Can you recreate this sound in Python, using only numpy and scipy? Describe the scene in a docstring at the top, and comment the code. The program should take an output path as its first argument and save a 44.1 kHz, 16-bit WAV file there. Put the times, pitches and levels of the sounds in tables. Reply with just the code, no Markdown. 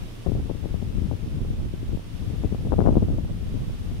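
"""Grassy verge: a breeze tumbles over the two ports of a camera microphone.
Eddies make each port rumble and flutter on its own. Vortices break as sharp buffets, mostly on the
windward left port, hardest in a gust near 2.8 s. Behind lie a steady outdoor hiss and a faint hum
like a far idling engine; gain control dips the whole mix under the wind."""
import sys
import numpy as np
from scipy import signal
from scipy.fft import rfft, irfft
from scipy.io import wavfile
from scipy.ndimage import uniform_filter1d

SR = 44100
rng = np.random.default_rng(int(sys.argv[2]) if len(sys.argv) > 2 else 0)


def transcribe(signal):
    """Save signal, clipped to [-1, 1], as a 16-bit WAV file at the path in sys.argv[1]."""
    frames = np.atleast_2d(signal).T
    limited = np.clip(frames, -1, 1)
    pcm = np.round(limited * 32767).astype(np.int16)
    wavfile.write(sys.argv[1], SR, pcm)


N = 176400
TIME = np.arange(N) / SR


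def wind():
    """Rumble of large eddies and flutter of small ones, following the wind at each port."""
    # wind strength per port: t/s, level/dB
    left_strength = [(0, -36.5), (.05, -33.5), (.14, -53), (.25, -44), (.28, -25), (.58, -32.5),
                     (.68, -26.5), (.88, -28.5), (1.02, -23.5), (1.2, -28.5), (1.44, -29), (1.6, -30.5),
                     (1.8, -35), (1.94, -27.5), (2.0, -45), (2.1, -36), (2.18, -29), (2.4, -27), (2.6, -29),
                     (2.8, -20.5), (2.97, -22), (3.1, -23), (3.38, -29.5), (3.56, -27.5), (3.66, -34.5),
                     (3.9, -28), (4, -34)]
    right_strength = [(0, -42.5), (.28, -51), (.38, -25.5), (.5, -42), (.6, -47), (.7, -39), (.78, -43),
                      (.86, -36), (1.1, -33), (1.2, -48), (1.3, -32), (1.42, -31.5), (1.65, -27),
                      (1.72, -38), (1.9, -31), (2.12, -47), (2.22, -37.5), (2.44, -33), (2.56, -32),
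                      (2.9, -23), (3.12, -24), (3.42, -35), (3.6, -27.5), (3.73, -28.5), (3.78, -37.5),
                      (4, -31)]
    # large- and small-eddy spectra: f/Hz, relative density/dB
    rumble_spectrum = [(10, -24), (26, -0.5), (45, -1), (80, 1.5), (130, -5.5), (200, -10), (300, -23),
                       (500, -29.5), (900, -70), (2000, -100)]
    flutter_spectrum = [(40, -32), (120, -7), (220, 3.5), (320, -1.5), (450, -11), (700, -17.5),
                        (1000, -25.5), (1500, -33), (3000, -76)]
    usual_wind_db, flutter_db_per_db = -25.5, 1.53  # flutter grows faster than rumble
    ports = []
    for strength, usual_flutter_db in (left_strength, -37.5), (right_strength, -33.5):
        wind_db = np.interp(TIME, *np.transpose(strength))
        flutter_db = usual_flutter_db + flutter_db_per_db * (wind_db - usual_wind_db)
        rumble = gain_of(wind_db + 2.5) * eddies(rumble_spectrum, lumps_db=4, lumps_hz=22)
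        flutter = gain_of(flutter_db) * eddies(flutter_spectrum, lumps_db=4.5, lumps_hz=46.5)
        ports.append(rumble + flutter)
    return np.array(ports)


def eddies(spectrum, lumps_db, lumps_hz):
    """Turbulent pressure: noise in quick lumps about a steady mean strength."""
    pressure = noise(spectrum) * gain_of(lumps_db * wander(lumps_hz))
    power = uniform_filter1d(uniform_filter1d(pressure ** 2, size=2600), size=2600)
    return pressure / np.sqrt(abs(power) + 1e-9)


def buffet(length_s, level_db, width_hz):
    """A vortex breaks on a port: a leading pressure spike, then an uneven run in churning air."""
    rise_s, fall_s, fade_db = 0.001873, 0.0061, 3.5
    spikes_per_s, lead_db, spread_db = 160, 2, 4.5
    t = np.arange(0, length_s + fall_s, 1 / SR)
    jitter, size = rng.standard_normal((2, 32))
    gaps_s = np.exp(0.602 * jitter) / spikes_per_s
    onsets_s = rise_s + np.cumsum(gaps_s) - gaps_s[0]
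    heights = gain_of(np.r_[lead_db, spread_db * size[1:]])
    spikes = np.bincount((onsets_s * SR).astype(int), heights, len(t))[:len(t)]
    churn = 0.46 * rng.standard_normal(SR)[:len(t)]
    drive = unit_rms(spikes - spikes.mean()) + churn
    ramps = np.clip(np.minimum(t / rise_s, (t[-1] - t) / fall_s), 0, 1)
    envelope = ramps * gain_of(-fade_db * t / t[-1])
    blow = signal.fftconvolve(drive * envelope, port_response(width_hz))
    return gain_of(level_db + 1) * blow * np.sqrt(length_s * SR / np.sum(blow ** 2))


def port_response(width_hz, size=4096):
    """Response to a pressure spike: a rounded peak, then an undershoot from the bass cut."""
    bass_cut_hz, damping = 97, 1.38
    hz = abs(np.fft.fftfreq(size, 1 / SR))
    s = 1j * hz / bass_cut_hz
    bass_cut = abs(s * s / (s * s + damping * s + 1))
    roll_off = gain_of(-20 * (hz / width_hz) ** 1.152)
    log_gain = np.log(bass_cut * roll_off + 1e-5)
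    minimum_phase = np.exp(np.conj(signal.hilbert(log_gain)))
    return np.fft.ifft(minimum_phase).real[:size // 2]


def shove(buffet_s, buffet_db):
    """Slow push of air under a buffet: one pressure swing, either way first."""
    usual_shove_db, usual_buffet_db = -26, -22.5
    swing_s = 0.017 + 0.31 * buffet_s
    swing_db = usual_shove_db + 0.7 * (buffet_db - usual_buffet_db)
    progress = np.arange(0, 1, 1 / (SR * swing_s))
    swing = np.sin(2 * np.pi * progress) * np.sin(np.pi * progress)
    return rng.choice([-1, 1]) * gain_of(swing_db) * unit_rms(swing)


def outdoor_hiss():
    """Diffuse hiss: independent noise per port, a little louder on the right."""
    # hiss spectrum: f/Hz, relative density/dB
    spectrum = [(20, 18.5), (100, 11.5), (200, 17.5), (350, 14), (550, 7.5), (800, 3), (1150, 1),
                (1450, -1), (2300, -1.5), (2700, 0), (3600, -1), (4200, -6), (5400, -6.5), (7400, -12.5),
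                (9000, -11), (11000, -12.5), (15500, -19)]
    # hiss strength on the left: t/s, level/dB
    strength = [(0, -45.5), (0.22, -46), (1.0, -45.5), (1.5, -46.5), (2.08, -46), (2.17, -45),
                (2.75, -45.5), (3.0, -45), (3.3, -45.5), (3.52, -44.5), (4, -45.5)]
    right_db = 1.5
    hiss = np.array([noise(spectrum), gain_of(right_db) * noise(spectrum)])
    return gain_of(np.interp(TIME, *np.transpose(strength))) * hiss


def engine_hum():
    """Hum as of a far idling engine: low partials wavering together in pitch."""
    # engine partials: f/Hz, level/dB
    partials = [(28.3, -43), (85, -50.5), (113, -42.5), (168, -52), (285, -53)]
    clock_s = np.cumsum(1 + 0.015 * wander(rate_hz=6.26)) / SR
    return sum(gain_of(db) * np.sin(2 * np.pi * (hz * clock_s + rng.random())) for hz, db in partials)


def noise(spectrum):
    """Unit-rms noise shaped by rows of f/Hz, density/dB."""
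    knots_hz, knots_db = np.transpose(spectrum)
    hz = np.fft.rfftfreq(N, 1 / SR)
    shape = gain_of(np.interp(np.log(hz + 1), np.log(knots_hz), knots_db))
    return unit_rms(irfft(rfft(rng.standard_normal(N)) * shape, N))


def wander(rate_hz):
    """Smooth unit-rms random drift, up to about rate_hz."""
    hz = np.fft.rfftfreq(N, 1 / SR)
    shape = hz / (hz + rate_hz / 10) * np.exp(-(hz / rate_hz) ** 2)
    return unit_rms(irfft(rfft(rng.standard_normal(N)) * shape, N))


def gain_of(db):
    """Decibels to amplitude gain."""
    return 10 ** (np.asarray(db) / 20)


def unit_rms(x):
    """Scale to rms 1."""
    return x / np.sqrt(np.mean(x ** 2) + 1e-20)


def add(mix, start_s, sound):
    """Mix a sound in at start_s."""
    part = mix[max(round(start_s * SR), 0):][:len(sound)]
    part += sound[:len(part)]


def scene():
    """Wind and buffets at both ports over hiss and hum."""
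    # vortex hits: t/s, length/s, level/dB, width at 20 dB down/Hz, port (0 left, 1 right)
    buffets = [(.261, 0.014, -21, 690, 0), (0.284, 0.019, -21.5, 440, 0), (.317, 0.0088, -20.5, 620, 0),
               (0.35, 0.013, -22, 516, 0), (0.361, 0.012, -33, 620, 1), (0.393, .016, -31.5, 672, 1),
               (0.455, 0.0076, -24, 328, 0), (.493, 0.0076, -21, 747, 0), (0.51, .004, -19.5, 550, 0),
               (0.546, 0.013, -30, 482, 0), (0.639, 0.0059, -26.5, 680, 0), (0.655, .012, -23, 580, 0),
               (.705, .006, -32, 440, 1), (.740, 0.0052, -19.5, 574, 0), (0.823, 0.002, -16.5, 475, 0),
               (0.828, 0.0049, -27, 580, 0), (0.862, 0.01, -33.5, 602, 1), (0.98, 0.012, -22.5, 353, 0),
               (1.016, 0.0084, -23, 373, 0), (1.052, 0.017, -43, 570, 1), (1.111, 0.0053, -21, 680, 0),
               (1.125, .008, -23, 520, 0), (1.258, 0.0055, -30, 480, 1), (1.274, 0.0045, -25.5, 420, 1),
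               (1.34, 0.044, -30.5, 298, 0), (1.404, 0.038, -25.5, 350, 1), (1.447, 0.01, -29.5, 620, 1),
               (1.501, 0.0066, -21.5, 340, 0), (1.58, 0.0081, -33, 562, 1), (1.651, 0.015, -30, 382, 1),
               (1.735, 0.015, -25.5, 433, 0), (1.827, 0.0052, -23.5, 336, 0), (1.89, .006, -29.5, 472, 0),
               (1.929, 0.015, -23, 340, 0), (1.945, 0.0062, -21.5, 405, 0), (1.971, 0.0036, -27, 720, 1),
               (1.991, 0.0032, -31.5, 650, 1), (2.298, 0.0088, -25, 402, 0), (2.332, 0.023, -29.5, 386, 0),
               (2.435, 0.0078, -23.5, 800, 0), (2.444, .008, -15, 468, 0), (2.522, 0.0064, -17.5, 500, 0),
               (2.545, 0.0057, -22.5, 742, 0), (2.648, 0.038, -26.5, 577, 0), (2.719, 0.0071, -16, 990, 0),
               (2.729, 0.0095, -15.5, 869, 0), (2.782, 0.0079, -19, 750, 0), (2.788, 0.0075, -8.5, 632, 0),
               (2.803, 0.0025, -14.5, 1200, 0), (2.813, 0.0075, -15, 820, 0), (2.838, 0.039, -21, 693, 0),
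               (2.845, .005, -28, 750, 1), (2.86, .008, -18, 1200, 0), (2.871, 0.01, -12, 890, 0),
               (2.885, 0.026, -14, 720, 0), (2.921, 0.03, -25, 623, 0), (2.927, 0.032, -29, 640, 1),
               (2.953, 0.014, -18, 777, 0), (2.961, 0.033, -23, 604, 1), (2.967, 0.015, -10, 674, 0),
               (3.017, 0.0097, -29, 560, 1), (3.022, 0.013, -16, 586, 0), (3.083, 0.0033, -18.5, 680, 0),
               (3.1, 0.016, -19.5, 470, 0), (3.13, 0.014, -21, 400, 1), (3.181, 0.0042, -19.5, 660, 0),
               (3.297, 0.0076, -28, 662, 1), (3.423, 0.0073, -27, 330, 0), (3.539, .02, -25, 426, 0),
               (3.912, .014, -28.5, 431, 0)]
    ports = wind()
    for start_s, length_s, level_db, width_hz, port in buffets:
        add(ports[port], start_s, buffet(length_s, level_db, width_hz))
        add(ports[port], start_s, shove(length_s, level_db))
    return ports + outdoor_hiss() + engine_hum()


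def record(dry):
    """Gentle gain control shared by both channels, make-up gain, then the band limit."""
    threshold_db, duck_db_per_db, make_up_db = -39, 0.15, 2
    sense_s, lag_s, release_db_per_s = 0.013, 0.092, 16.5
    edge_hz = 15750
    power = abs(uniform_filter1d((dry ** 2).mean(0), size=round(sense_s * SR)))
    release_db = TIME * release_db_per_s
    held_db = np.maximum.accumulate(10 * np.log10(power + 1e-12) + release_db) - release_db
    over_db = np.maximum(held_db - threshold_db, 0)
    pole = np.exp(-1 / (lag_s * SR))
    duck_db = duck_db_per_db * signal.lfilter([1 - pole], [1, -pole], over_db)
    ducked = dry * gain_of(make_up_db - duck_db)
    low_pass = signal.firwin(511, edge_hz, window=("kaiser", 9), fs=SR)
    return signal.oaconvolve(ducked, low_pass[None], "same")


dry = scene()
out = record(dry)
transcribe(out)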